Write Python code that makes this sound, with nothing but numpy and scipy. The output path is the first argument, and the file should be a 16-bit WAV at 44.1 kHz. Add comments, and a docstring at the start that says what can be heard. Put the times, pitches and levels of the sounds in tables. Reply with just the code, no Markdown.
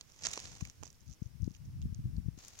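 """A pebble beach, close to a small microphone. The stones shift: a crunch of grinding grit peaks in
sharp clacks, then settles in scattered ticks and runs of sand. Each stone's tap rings at its own pitch.
Light wind buffets the microphone ports, mostly the left one, over a faint hiss of open air.
At the end a small hand rake scrapes a gravelly bank and flicks a few stones."""
import sys
import numpy as np
from scipy import signal
from scipy.fft import rfft, irfft, next_fast_len
from scipy.io import wavfile
from scipy.ndimage import uniform_filter1d, map_coordinates

SR = 44100
rng = np.random.default_rng(int(sys.argv[2]) if len(sys.argv) > 2 else 0)


def persist_wave(psi):
    """Save psi, clipped to +-1, as 16-bit WAV."""
    counts = np.round(np.clip(psi, -1, 1) * 32767).astype(np.int16)
    wavfile.write(sys.argv[1], SR, np.atleast_2d(counts).T)


N = 114660
TIME = np.arange(N) / SR


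def amp(db):
    return 10 ** (np.asarray(db) / 20)


def unit(x):
    return x / np.sqrt(np.mean(x ** 2) + 1e-20)


def envelope(rows):
    """Straight lines through (time [s], value) breakpoints, one value a sample."""
    return np.interp(TIME, *np.transpose(rows))


def wobble(knots_per_s):
    """A smooth random modulation curve."""
    return map_coordinates(rng.standard_normal(N // 20), [TIME * knots_per_s])


def stereo_noise(count, correlation):
    """Left and right white noise: the higher the correlation, the narrower the image."""
    mid, side = rng.standard_normal((2, count))
    angle = np.arccos(correlation) / 2
    mid, side = np.cos(angle) * mid, np.sin(angle) * side
    return np.array([mid + side, mid - side])


def panned(x, pan_db):
    """Constant-power pan; positive is left."""
    gains = amp(np.array([pan_db, -pan_db]).reshape(2, -1) / 2)
    return x * gains / np.sqrt(np.mean(gains ** 2, axis=0))


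def coloured(x, eq, ring_hz=1, ring_db=0, ring_octaves=0.28, size=2048):
    """Shape x with an EQ curve of (frequency [Hz], gain [dB]) and an optional resonant peak."""
    eq_hz, eq_db = np.transpose(eq)
    hz = np.fft.rfftfreq(size, 1 / SR) + 1
    peak_db = ring_db / (1 + (np.log2(hz / ring_hz) / ring_octaves) ** 2)
    gain_db = np.interp(np.log(hz), np.log(eq_hz), eq_db) + peak_db
    # minimum phase: nothing rings ahead of an attack
    cepstrum = irfft(np.log(amp(gain_db)))
    cepstrum[1:size // 2] *= 2
    cepstrum[size // 2 + 1:] = 0
    impulse = irfft(np.exp(rfft(cepstrum)))
    return signal.fftconvolve(x, impulse[None], axes=1)[:, :x.shape[1]]


# Tone of the open air: (frequency [Hz], gain [dB])
AIR_EQ = [(100, 4), (400, -9), (720, -14), (2650, -16), (4300, -18.5), (5400, -12.5), (7500, -21),
          (15500, -22.5)]


def air():
    """A faint, wide, steady bed of outdoor hiss."""
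    hiss = unit(coloured(stereo_noise(N, correlation=0.15), AIR_EQ))
    return amp(-66) * panned(hiss, pan_db=-1.4)


# Wind bumps on the left port: (time [s], peak [dB], width [ms], polarity [+1 or -1])
EDDY_BUMPS = [(.6270, -23, 1.55, -1), (1.2232, -23.5, 1.32, -1), (1.264, -31.5, 2.03, -1),
              (1.4325, -23, 1.6, -1), (1.479, -20.5, 0.95, -1), (1.512, -35, 1.3, -1),
              (1.858, -23.5, 1.4, -1), (1.928, -25.5, 1.7, -1), (1.994, -29.5, 1.35, -1),
              (2.058, -24.5, 1.55, -1), (2.1839, -21.5, 1.5, 1), (2.2870, -21, 1.4, 1),
              (2.378, -39, 0.9, -1)]


def eddies():
    """Single eddies hit the port, each a push and a pull of pressure, thinned by the port's bass cut."""
    bass_cut = signal.butter(1, 66, "high", fs=SR)
    out = np.zeros(N)
    for at_s, peak_db, width_ms, polarity in EDDY_BUMPS:
        widths = (TIME - at_s) * 1000 / width_ms
        pulse = np.exp(-np.minimum(widths, 1.393 * widths) ** 2 / 2)  # arrives faster than it leaves
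        lead_in = 0.55 * np.exp(-(widths + 1.9) ** 2 / 2)
        bump = signal.lfilter(*bass_cut, pulse - lead_in)
        out += polarity * amp(peak_db) * bump / np.abs(bump).max()
    return out


# Gusts at the left port: (time [s], level [dB])
GUST_LEVEL = [(.17, -71), (.24, -51.5), (.38, -59.5), (.44, -45.5), (.53, -49), (.59, -62), (.66, -44),
              (.74, -74), (.8, -48), (.95, -68), (1.04, -56.5), (1.09, -43.5), (1.17, -70.5), (1.27, -44.5),
              (1.31, -54.5), (1.35, -49), (1.39, -44.5), (1.425, -35.5), (1.49, -39), (1.54, -58),
              (1.66, -40), (1.76, -44.5), (1.84, -37.5), (1.965, -47.5), (2.0, -35.5), (2.025, -45.5),
              (2.06, -36.5), (2.13, -38), (2.19, -38.5), (2.25, -48.5), (2.3, -41), (2.37, -52),
              (2.41, -70)]
# Gusts at the more sheltered right port: (time [s], level relative to left [dB])
RIGHT_PORT_TRIM = [(.1, 4.5), (.5, -39), (.85, 1.5), (1.43, -38), (1.66, -1.5), (2.37, -6.5)]
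# Low end of the buffeting: (frequency [Hz], gain [dB])
RUMBLE_EQ = [(22, -29), (55, 3), (110, 0), (155, -3), (220, -15), (320, -23.5), (500, -60.5), (900, -59.5)]


def wind():
    """Lumpy turbulence rumbles on each microphone port separately; eddies bump the left one."""
    left_db = envelope(GUST_LEVEL)
    right_db = left_db + envelope(RIGHT_PORT_TRIM)
    lumps = amp(3.5 * np.array([wobble(knots_per_s=45), wobble(knots_per_s=45)]))
    turbulence = coloured(stereo_noise(N, correlation=0), RUMBLE_EQ, size=8192)
    rumble = amp([left_db, right_db]) * unit(lumps * turbulence)
    rumble[0] += eddies()
    return rumble


# Ring of each size of grain: (frequency [Hz])
GRAIN_RINGS = [2600, 4400, 5700, 6900]


def grains(eq, per_s, spread_db, correlation, clump_db, bed_db):
    """Countless tiny slips of uneven size, in clumps, over a soft rub; each grain size has its ring."""
    out = np.zeros((2, N))
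    for ring_hz in GRAIN_RINGS:
        strengths = amp(spread_db * np.minimum(rng.exponential(size=N), 4))
        triggers = rng.random(N) < per_s / len(GRAIN_RINGS) / SR
        slips = np.sqrt(np.abs(uniform_filter1d((strengths * triggers) ** 2, size=18)))  # 0.4 ms each
        noise = stereo_noise(N, correlation)
        clumps = amp(clump_db * wobble(knots_per_s=220))
        rub = noise * clumps * (unit(slips) + amp(bed_db))
        out += unit(coloured(rub, eq, ring_hz, ring_db=2.5))
    return unit(out)


# Three layers of a stone hit, ringing clack, dull knock, bright snap: (frequency [Hz], gain [dB])
CLACK_EQ = [(300, -48), (1200, -11), (2500, -4.5), (3400, -7.5), (4200, -5), (6300, 1.5), (7100, 1.5),
            (8000, -8.5), (9500, -31), (15000, -60)]
KNOCK_EQ = [(70, -22), (200, -1), (550, -1), (1100, -5.5), (1800, -18), (3000, -23), (8000, -46)]
SNAP_EQ = [(4000, -8), (7500, 8), (9800, 4.5), (12000, -4), (15500, -1)]


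def stone_hits(cues, size=2048):
    """Each contact is a brief stutter against stone: a clack, a knock and a snap of decaying noise."""
    out = np.zeros((2, N + size))
    ms = np.arange(size) / SR * 1000
    for at_s, hit_db, knock_db, snap_db, decay_ms, ring_hz in cues:
        clack_ring_db = 13 - 0.45 * (hit_db + 35.5)  # harder contacts crush grit and ring less
        fade = np.exp(-ms / decay_ms) + amp(-22) * np.exp(-ms / 5)  # attack plus settling tail
        layers = [(CLACK_EQ, -6, clack_ring_db, 0),
                  (KNOCK_EQ, knock_db - 3, 0, 2.8),  # only the knock opens with a shove
                  (SNAP_EQ, snap_db + 3, 0, 0)]
        for eq, trim_db, ring_db, shove in layers:
            stutter = stereo_noise(size, correlation=0.7) * fade + shove * (ms == 0)
            burst = coloured(stutter, eq, ring_hz, ring_db)
            burst /= np.linalg.norm(burst, axis=1, keepdims=True)
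            power = uniform_filter1d((burst ** 2).sum(0), SR // 1000, mode="constant")  # over 1 ms
            start = round(at_s * SR)
            out[:, start:start + size] += amp(hit_db + trim_db) * burst / np.sqrt(power.max())
    return out[:, :N]


# The rake's stroke: (time [s], level [dB])
DRAG_LEVEL = [(2.36, -110), (2.375, -65), (2.39, -57), (2.485, -58.5), (2.52, -63.5), (2.6, -56.5)]
# Tone of raked soil: (frequency [Hz], gain [dB])
SOIL_EQ = [(100, 6.5), (300, -8.5), (740, -3.5), (1200, -7), (3200, -6.5), (6600, 0), (8800, -16.5),
           (15500, -19)]
# Tines on stones: (time [s], strength [dB], knock trim [dB], snap trim [dB], decay [ms], ring [Hz])
RAKE_CUES = [(2.3875, -41, -13, -23, 1.1, 6450), (2.4492, -40.5, -18, -30, .6, 6900),
             (2.4726, -58, -28, -17, 1.4, 6600), (2.4820, -36, -42, -10.5, 1.5, 6760),
             (2.5898, -32.5, -42, -23, 2.2, 6500)]


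def rake():
    """Tines drag through sandy soil in a wide scrape and flick small stones on the left."""
    scrape = grains(SOIL_EQ, per_s=5200, spread_db=3, correlation=0.062, clump_db=4, bed_db=-8)
    return amp(envelope(DRAG_LEVEL)) * scrape + panned(stone_hits(RAKE_CUES), pan_db=13)


# Little runs of sand as the stones settle: (start [s], length [s], level [dB])
SAND_RUNS = [(0.944, 0.014, -60), (0.98, 0.059, -69), (1.048, 0.11, -61), (1.201, 0.088, -66.5),
             (1.437, 0.041, -63.5), (1.484, 0.051, -66), (1.533, 0.042, -61.5), (1.649, .01, -54),
             (1.942, 0.0093, -60)]
# Sizzle of the sand: (frequency [Hz], gain [dB])
SAND_EQ = [(500, -46), (2500, -13.5), (4300, -6.5), (6500, 5.5), (7400, -4), (9000, -30), (15500, -41)]


def sand():
    """Sand slips in short runs that swell and stop."""
    flow = sum(amp(level_db) * np.sin(np.pi * np.clip((TIME - start_s) / length_s, 0, 1))
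               for start_s, length_s, level_db in SAND_RUNS)
    return flow * grains(SAND_EQ, per_s=580, spread_db=2, correlation=0.23, clump_db=6.5, bed_db=-12)


# Swell and fall of the crunch: (time [s], level [dB])
CRUNCH_LEVEL = [(.06, -70.5), (.2, -60.5), (.262, -43), (.29, -47), (.34, -49), (.47, -54), (.68, -61.5),
                (.74, -73), (.82, -70), (.86, -59), (.92, -79), (1.28, -96), (1.34, -95)]
# Tone of the grit: (frequency [Hz], gain [dB])
GRIT_EQ = [(300, -4), (850, -5.5), (1500, -8), (2300, -5.5), (3300, -7), (4400, -7), (6300, 1), (7200, -3),
           (8400, -14), (11700, -27), (15500, -32)]


def grit():
    """Grit grinds between the moving pebbles in a dense crunch."""
    crunch = grains(GRIT_EQ, per_s=3800, spread_db=1, correlation=0.27, clump_db=3.5, bed_db=-17)
    return amp(envelope(CRUNCH_LEVEL)) * crunch


# Stone on stone: (time [s], strength [dB], knock trim [dB], snap trim [dB], decay [ms], ring [Hz])
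PEBBLE_CUES = [(.0099, -31, -21, -32, 2, 4140), (.1198, -43.5, -19, -32, 0.72, 5800),
               (.2360, -26.5, -43, -40, .9, 4400), (.2410, -24, -37, -39, 1.1, 5800),
               (.2510, -21, -39, -41, 1, 5730), (.2559, -20.5, -36, -43, 0.56, 5130),
               (.2582, -20, -37, -47, 1.3, 4300), (.2632, -28.5, -15, -37, 1.4, 2300),
               (.2683, -14.5, -28, -44, 0.5, 5960), (.2699, -27, -10, -34, 0.92, 1970),
               (.2877, -27, -31, -25, .6, 6500), (.3136, -29, -22, -20, 2, 6500),
               (.3325, -28, -39, -17, 4.7, 2870), (.3350, -27.5, -30, -20, 2.7, 4060),
               (.3577, -32, -30, -22, 2, 6600), (.3753, -27, -3.5, -35, 1.4, 2410),
               (.3772, -32, -9.5, -24, 0.47, 6360), (.3915, -35.5, -14, -36, 3.6, 3220),
               (.4013, -31, -30, -17, .6, 6050), (.4548, -34, -14, -27, 2.8, 4200),
               (.5523, -38.5, -15, -23, 1, 4240), (.6085, -33.5, -6.5, -26, 0.99, 2430),
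               (.6112, -37.5, -8, -19, 3.6, 6100), (.6516, -32.5, -35, -15, 1.1, 2330),
               (.6988, -33.5, -40, -27, 0.29, 5450), (.8285, -46.5, 8.5, -29, 1, 1960),
               (.8337, -30, -5.5, -25, 0.36, 6500), (.8548, -36.5, -23, -36, 1.7, 6700),
               (.8674, -42, -7.5, -24, 1.1, 5060), (.8765, -40, -20, -27, 0.73, 6030),
               (.9026, -41, -32, -24, 1.4, 5740), (.9287, -46.5, -22, -17, 0.28, 8100),
               (.9452, -54, -24, -32, .8, 4470), (1.0973, -48, -39, -15, 1.1, 5500),
               (1.4206, -45.5, -29, -20, 0.91, 6100), (1.4434, -44, -26, -16, 0.57, 4300),
               (1.5485, -43.5, -30, -38, 1.7, 2840), (1.8174, -42, -22, -33, 0.65, 3280),
               (1.8245, -47, -32, -26, 0.98, 3270), (2.1660, -49, -21, -28, 1.6, 4330)]
# Pan of the shifting pile, right of centre: (time [s], left minus right [dB])
PILE_PAN = [(.2, -5.5), (.265, -6.5), (.376, -5.5), (.4, -5), (.78, -5.5), (.835, -20), (.92, -8)]


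def pebbles(right_delay_ms=0.19):
    """Pebbles clack amid grit and sand, earlier at the left port but louder at the right."""
    pile = grit() + stone_hits(PEBBLE_CUES) + sand()
    left, right = panned(pile, envelope(PILE_PAN))
    lag = round(right_delay_ms * SR / 1000)
    return np.array([left, np.pad(right, (lag, 0))[:N]])


def scene():
    return pebbles() + rake() + wind() + air()


def record(dry):
    """A brick-wall low-pass takes off the very top."""
    top_hz = 15850
    size = next_fast_len(N + SR // 2)
    passband = np.fft.rfftfreq(size, 1 / SR) < top_hz
    return irfft(rfft(dry, size) * passband, size)[:, :N]


dry = scene()
out = record(dry)
persist_wave(out)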